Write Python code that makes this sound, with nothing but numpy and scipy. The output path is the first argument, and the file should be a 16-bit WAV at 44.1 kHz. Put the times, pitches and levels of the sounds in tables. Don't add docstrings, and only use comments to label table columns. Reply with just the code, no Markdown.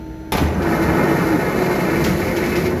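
import sys
import numpy as np
from scipy import signal
from scipy.fft import rfft, irfft
from scipy.io import wavfile

SR = 44100
rng = np.random.default_rng(int(sys.argv[2]) if len(sys.argv) > 2 else 0)


def wrap_up_sound(samples):
    columns = np.atleast_2d(samples).T
    tamed = np.clip(columns, -1, 1)
    steps = np.round(tamed * 32767).astype(np.int16)
    wavfile.write(sys.argv[1], SR, steps)


N = 123479


def amp(db):
    return 10 ** (np.asarray(db) / 20)


def unit(x):
    return x / np.sqrt(np.mean(x ** 2) + 1e-20)


def decay(t, t60):
    return np.exp(-np.log(1000) * t / t60)


def curve(rows, axis=1):
    rows = np.array(rows)
    return np.interp(np.arange(N) / SR, rows[:, 0], rows[:, axis])


def add(mix, s, sound):
    part = mix[round(s * SR):][:len(sound)]
    part += sound[:len(part)]


def after(s):
    return np.clip((np.arange(N) / SR - s) * 200, 0, 1)


def colour(x, points):
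    hz, db = np.transpose(points)
    size = 2 ** 17
    f = np.fft.rfftfreq(size, 1 / SR)
    gain = amp(np.interp(np.log(f + 1), np.log(hz), db))
    return unit(irfft(rfft(x, size) * gain)[:N])


def drift(rate_hz):
    f = np.fft.rfftfreq(N, 1 / SR)
    return unit(irfft(rfft(rng.standard_normal(N)) * np.exp(-(f / rate_hz) ** 2), N))


def contacts(per_s, spread_db):
    size = amp(spread_db * np.minimum(rng.exponential(1, N), 4))
    return size * rng.choice([-1, 1], N) * (rng.random(N) < per_s / SR)


def resonate(x, hz, width):
    turn = np.exp(2j * np.pi * np.cumsum(hz * np.ones(N)) / SR)
    r = np.exp(-np.pi * width / SR)
    low = signal.lfilter([(1 - r) ** 2], [1, -2 * r, r * r], x / turn + 1e-18)
    return unit((turn * low).real)


FRONT_DB, FRONT_T60 = 3, .014
ROOM_DB, ROOM_T60, ROOM_TREBLE_T60 = -5.5, 0.95, 0.33


def burst(points, db, t60, rise_s, room_t60):
    t = np.arange(N) / SR
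    ring = np.hypot(decay(t, t60), amp(FRONT_DB) * decay(t, FRONT_T60))
    shape = np.hypot(ring, amp(ROOM_DB) * decay(t, room_t60))
    grain = colour(contacts(per_s=3500, spread_db=1.0), points)
    return amp(db) * (1 - np.exp(-t / rise_s)) * shape * grain


STEEL_T60, STEEL_SHARE = 0.13, 0.34


def steel(x):
    t = np.arange(SR // 4) / SR
    ring = rng.standard_normal(len(t)) * decay(t, STEEL_T60)
    ringing = signal.fftconvolve(x, ring / np.linalg.norm(ring))[:N]
    return np.sqrt(1 - STEEL_SHARE) * x + np.sqrt(STEEL_SHARE) * ringing


# frequency in Hz, mean level in dB rms.
HUM_LINES = [(48.4, -47), (79, -61), (160, -56), (318, -35), (403.7, -48.5), (640.6, -51.5), (888, -47.5),
             (1400, -58), (2239, -66), (4161, -66), (6002, -65.5)]
# frequency in Hz, relative density in dB per Hz.
AIR_SPECTRUM = [(20, -25), (55, 3.5), (120, -3.5), (400, -12), (800, -21.5), (1100, -32), (1600, -25),
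                (3000, -36.5), (6000, -44), (9000, -49.5), (14000, -44.5)]
AIR_DB = -33.5
HUM_WAVER_DB, HUM_WAVER = .7, .001


def idle():
    out = amp(AIR_DB) * colour(rng.standard_normal(N), AIR_SPECTRUM)
    for hz, db in HUM_LINES:
        turns = np.cumsum(hz * (1 + HUM_WAVER * drift(30.0))) / SR + rng.random()
        level = np.sqrt(2) * amp(db + HUM_WAVER_DB * drift(5.1))
        out += level * np.sin(2 * np.pi * turns)
    return out


# time in seconds, level in dB.
SHUDDER_LEVEL = [(.325, -25.5), (.4, -36), (.66, -23), (.76, -40), (.9, -24.5), (1.05, -57), (1.85, -42),
                 (2.06, -28.5), (2.3, -34), (2.8, -32.5)]
# frequency in Hz, relative density in dB per Hz.
SHUDDER_SPECTRUM = [(20, -29), (45, -26), (68, 5.5), (90, 7), (130, -29), (300, -50)]


def shudder():
    return amp(curve(SHUDDER_LEVEL)) * colour(rng.standard_normal(N), SHUDDER_SPECTRUM)


# start in seconds, then the ring levels of crack, clang and thud in dB.
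STROKE_BLOWS = [(0.3206, -21.5, -23, -30), (0.3239, -29, -22, -31.5), (.3305, -30, -22.5, -26),
                (0.3481, -37, -20, -15), (0.372, -28, -32, -34), (0.3778, -49, -19.5, -25),
                (.383, -30, -47, -30), (.413, -42, -31, -14.5)]
# frequency in Hz, relative density in dB per Hz.
CRACK_SPECTRUM = [(800, -18), (2400, 5.5), (3100, 1.5), (3750, 3.5), (5000, -2), (7000, -6), (9500, -11),
                  (11300, -3), (14000, -5)]
CLANG_SPECTRUM = [(150, 1), (400, 4), (880, 3.5), (1300, -5), (2400, -5.5), (3300, -16), (6000, -20.5),
                  (14000, -53)]
THUD_SPECTRUM = [(25, -21), (80, 1), (125, -6.5), (172, 6.5), (240, -5), (330, -0.5), (600, -22),
                 (2000, -41)]
CRACK_T60, CLANG_T60, THUD_T60 = 0.05, 0.095, 0.24
# frequency in Hz, starting peak level in dB, T60 in seconds.
TOOL_MODES = [(875, -22.5, 0.27), (1190, -29, 0.55), (2070, -26, 0.12), (2460, -35, 0.22),
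              (3610, -37, 0.52), (3990, -38, 0.13), (5200, -30, 0.12), (10400, -28, 0.1),
              (13120, -38, .075)]
# start in seconds, frequency in Hz, peak level in dB of the decay
# before the rise is applied, rise in seconds, T60 in seconds.
FRAME_BOOM = (.385, 77.5, -11.5, .065, .85)


def punch():
    out, t = np.zeros(N), np.arange(N) / SR
    for s, crack_db, clang_db, thud_db in STROKE_BLOWS:
        add(out, s, burst(CRACK_SPECTRUM, crack_db, CRACK_T60, rise_s=0.00018, room_t60=ROOM_TREBLE_T60))
        add(out, s, burst(CLANG_SPECTRUM, clang_db, CLANG_T60, rise_s=0.00057, room_t60=ROOM_T60))
        add(out, s, burst(THUD_SPECTRUM, thud_db, THUD_T60, rise_s=0.0015, room_t60=ROOM_T60))
    entry_s = STROKE_BLOWS[0][0]
    for hz, db, t60 in TOOL_MODES:
        add(out, entry_s, amp(db) * decay(t, t60) * np.sin(2 * np.pi * hz * t))
    s, hz, db, rise_s, t60 = FRAME_BOOM
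    swing = np.minimum(t / rise_s, 1) * decay(t, t60)
    add(out, s, amp(db) * swing * np.sin(2 * np.pi * hz * t))
    return out


# time in seconds, rumble level in dB,
# scrape level in dB before the offsets of scrape and slaps.
SHEET_LEVELS = [(.33, -43, -33), (.52, -25.5, -32), (.64, -21.5, -26), (.8, -21, -25), (1.02, -18, -22.5),
                (1.25, -19.5, -25), (1.45, -20.5, -25), (1.8, -21, -25), (2.08, -18.5, -27.5),
                (2.25, -23.5, -28.5), (2.65, -21.5, -29.5), (2.8, -23, -31.5)]
# frequency in Hz, relative density in dB per Hz.
RUMBLE_SPECTRUM = [(25, -38), (55, -45), (80, -20), (105, -7.5), (122, -6.5), (150, 0.5), (182, 3),
                   (215, -1.5), (250, 0), (280, -4.5), (400, -3.5), (520, -8), (800, -21), (2000, -47.5)]
SCRAPE_SPECTRUM = [(200, -35), (450, 1), (720, 1), (790, -5), (860, 1.5), (1150, -2.5), (1350, -5),
                   (1530, -4), (1630, -4.5), (1720, -10.5), (2000, -6), (3000, -29.5), (8000, -45)]
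SCRAPE_OFFSET_DB = -1


def sheet():
    rumble = colour(contacts(per_s=2000, spread_db=0.7), RUMBLE_SPECTRUM)
    scrape = colour(steel(contacts(per_s=2000, spread_db=1.0)), SCRAPE_SPECTRUM)
    surge_db = 0.5 * drift(31)
    scrape_db = curve(SHEET_LEVELS, axis=2) + SCRAPE_OFFSET_DB + surge_db
    return amp(curve(SHEET_LEVELS, axis=1)) * rumble + amp(scrape_db) * scrape


SLAPS_PER_S, SLAP_SPREAD_DB, SLAP_OFFSET_DB = 48, 1.5, -6.5
SLAP_LOW_HZ, SLAP_HIGH_HZ, SLAP_T60 = 518.6, 2480, .11
SLAP_BEND, SLAP_TILT = 0.0217, -1.07
SLAP_TICK, SLAP_TICK_T60 = 0.85, 0.01


def slaps(count=4):
    out, t = np.zeros(N), np.arange(SR // 8) / SR
    band = signal.butter(5, (SLAP_LOW_HZ, SLAP_HIGH_HZ), "band", fs=SR, output="sos")
    for slot in np.arange(0, N / SR, 1 / SLAPS_PER_S):
        hz = SLAP_LOW_HZ * (SLAP_HIGH_HZ / SLAP_LOW_HZ) ** rng.random((count, 1))
        bend = SLAP_BEND * rng.standard_normal((count, 1)) * t / SLAP_T60
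        partials = (hz / SLAP_LOW_HZ) ** SLAP_TILT * np.sin(2 * np.pi * hz * t * (1 + bend))
        ring = unit(partials.sum(0))
        tick = unit(signal.sosfilt(band, rng.standard_normal(len(t))))
        sound = ring * decay(t, SLAP_T60) + SLAP_TICK * tick * decay(t, SLAP_TICK_T60)
        start = slot + rng.random() / SLAPS_PER_S
        add(out, start, amp(SLAP_SPREAD_DB * rng.standard_normal()) * sound)
    return amp(curve(SHEET_LEVELS, axis=2) + SLAP_OFFSET_DB) * unit(out)


# time in seconds, frequency in Hz, level in dB.
DRONE_PATH = [(0.62, 349, -29.5), (0.67, 330, -22.5), (0.94, 328, -21.5), (1.02, 363, -26),
              (1.1, 327, -25.5), (1.3, 326, -22.5), (1.36, 304, -16), (1.38, 344, -29), (1.53, 381, -29.5),
              (1.55, 364, -21.5), (1.86, 354, -24), (1.91, 334, -22.5), (2.18, 345, -24.5),
              (2.29, 380, -32), (2.36, 333, -23), (2.42, 356, -23.5), (2.72, 361, -25), (2.78, 366, -31)]
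MOVE_S, DRONE_SWELL_S = .36, .33
DRONE_WIDTH_HZ, DRONE_CLEAN, DRONE_WAVER = 34, 0.4, 0.016


def drone():
    hz = curve(DRONE_PATH, axis=1)
    tone = unit(np.sin(2 * np.pi * np.cumsum(hz * (1 + DRONE_WAVER * drift(18.2))) / SR))
    fuzz = resonate(rng.standard_normal(N), hz, DRONE_WIDTH_HZ)
    swell = np.clip((np.arange(N) / SR - MOVE_S) / DRONE_SWELL_S, 0, 1)
    mixed = np.sqrt(DRONE_CLEAN) * tone + np.sqrt(1 - DRONE_CLEAN) * fuzz
    return swell * amp(curve(DRONE_PATH, axis=2)) * mixed


# frequency in Hz, width in Hz,
# relative level in dB at first, relative level in dB at last.
SHEET_MODES = [(700, 78, -8, -9), (833, 66, 4, -8), (1281.5, 21.5, 4, -7), (1368, 91, 0, -10),
               (1722, 38, 1, -3), (1823, 114, 1.5, -3.5), (1937, 75, -40, -5), (2118, 29, -0.5, -1),
               (2225, 85, -10, -0.5), (2330, 126, -4.5, -3.5), (2623, 34, -8, -9.5), (2940, 66, -12, -16)]
SLIDE_START_S, SLIDE_END_S = 1.0, 2.12
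RATTLES_PER_S, RATTLE_SPREAD_DB = 400, 3
RING_WANDER, RING_WANDER_HZ = .005, 7


def rattle():
    taps, t = contacts(RATTLES_PER_S, RATTLE_SPREAD_DB), np.arange(N) / SR
    out = np.zeros(N)
    for hz, width, first_db, last_db in SHEET_MODES:
        level = amp(np.interp(t, (SLIDE_START_S, SLIDE_END_S), (first_db, last_db)))
        out += level * resonate(taps, hz * (1 + RING_WANDER * drift(RING_WANDER_HZ)), width)
    return unit(out)


# frequency in Hz, relative density in dB per Hz.
BRISTLE_SPECTRUM = [(500, -4), (2300, 6), (3200, -0.5), (4000, 3), (5200, 2), (7500, -2.5), (9300, -7),
                    (10500, -2), (13000, 1.5), (14200, -9.5)]
FLICKS_PER_S, FLICK_SPREAD_DB = 10000, 2.5


def bristles():
    return colour(steel(contacts(FLICKS_PER_S, FLICK_SPREAD_DB)), BRISTLE_SPECTRUM)


# time in seconds, share of top speed.
CARRIAGE_SPEED = [(.4, 0.12), (.56, 0.073), (.63, 0.42), (.72, 0.8), (.95, 0.8), (1.5, 0.84), (2.05, 1),
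                  (2.45, 0.93), (2.66, 0.93), (2.72, 0.37), (2.8, 0.48)]
RATTLE_DB, BRISTLE_DB = -27.5, -35


def brush_table():
    speed = curve(CARRIAGE_SPEED)
    flutter_db = 0.92 * drift(28)
    rattling = amp(RATTLE_DB) * speed ** 1.2 * rattle()
    hissing = amp(BRISTLE_DB) * speed ** 1.27 * bristles()
    return amp(flutter_db) * (rattling + hissing)


# start in seconds, length in seconds, gate peak in dB.
START_SQUEAKS = [(0.392, .02, -44), (0.468, 0.024, -44.5), (0.541, 0.017, -46), (0.58, 0.01, -47.5)]
SQUEAK_HZ = 6140


def squeaks():
    gate = np.zeros(N)
    for s, length, db in START_SQUEAKS:
        add(gate, s, amp(db) * np.sqrt(np.hanning(round(length * SR)).clip(0)))
    return gate * resonate(rng.standard_normal(N), SQUEAK_HZ, width=250)


# start in seconds, ring level of click in dB, of body in dB.
SHEET_KNOCKS = [(0.6213, -39, -43), (.962, -54, -39), (1.039, -48, -42), (1.0696, -44, -32),
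                (1.181, -50, -30), (1.71, -56, -31), (1.7526, -41, -35), (2.0408, -25.5, -26),
                (2.062, -40, -22), (2.364, -31.5, -30), (2.461, -36.5, -30.5), (2.5563, -31, -28),
                (2.656, -35, -34)]
# frequency in Hz, relative density in dB per Hz.
CLICK_SPECTRUM = [(1000, -10), (2400, 22), (3600, 16), (5400, 17.5), (7500, 9.5), (10000, 3), (13300, 8)]
BODY_SPECTRUM = [(40, -14), (75, -4), (130, -26), (380, -17), (600, -27), (1300, 3.5), (2400, 1),
                 (4000, -16)]
CLICK_T60, BODY_T60 = .07, 0.086
BOUNCE_S, BOUNCE_DB = .006, 1


def knocks():
    out, room = np.zeros(N), ROOM_TREBLE_T60
    for s, click_db, body_db in SHEET_KNOCKS:
        bounce_db = click_db + BOUNCE_DB
        add(out, s, burst(CLICK_SPECTRUM, click_db, CLICK_T60, rise_s=0.00017, room_t60=room))
        add(out, s + BOUNCE_S, burst(CLICK_SPECTRUM, bounce_db, CLICK_T60, rise_s=0.0003, room_t60=room))
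        add(out, s, burst(BODY_SPECTRUM, body_db, BODY_T60, rise_s=0.0031, room_t60=room))
    return out


# time in seconds, frequency in Hz, level in dB.
MOAN_PATH = [(2.12, 535, -73), (2.23, 530, -27), (2.34, 503, -30.5), (2.41, 484, -35), (2.5, 470, -75)]


def moan():
    ringing = resonate(rng.standard_normal(N), curve(MOAN_PATH, axis=1), width=17)
    return amp(curve(MOAN_PATH, axis=2)) * ringing


STROKE_S = .315


def scene():
    stroke = after(STROKE_S) * shudder() + punch()
    travel = after(MOVE_S) * (sheet() + slaps() + drone() + brush_table() + moan())
    return (idle() + stroke + travel + squeaks() + knocks())[None]


NOTCH_HZ, NOTCH_WIDTH_HZ, NOTCH_DB = 8473, 265, -70
EDGE_HZ = 14200


def record(dry):
    f = np.fft.rfftfreq(N, 1 / SR)
    notch = amp(NOTCH_DB / (1 + ((f - NOTCH_HZ) / NOTCH_WIDTH_HZ) ** 2) ** 1.75)
    heard = irfft(rfft(dry) * notch, N)
    low_pass = signal.firwin(511, EDGE_HZ, window=("kaiser", 9), fs=SR)
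    return signal.oaconvolve(heard, low_pass[None], "same")


dry = scene()
out = record(dry)
wrap_up_sound(out)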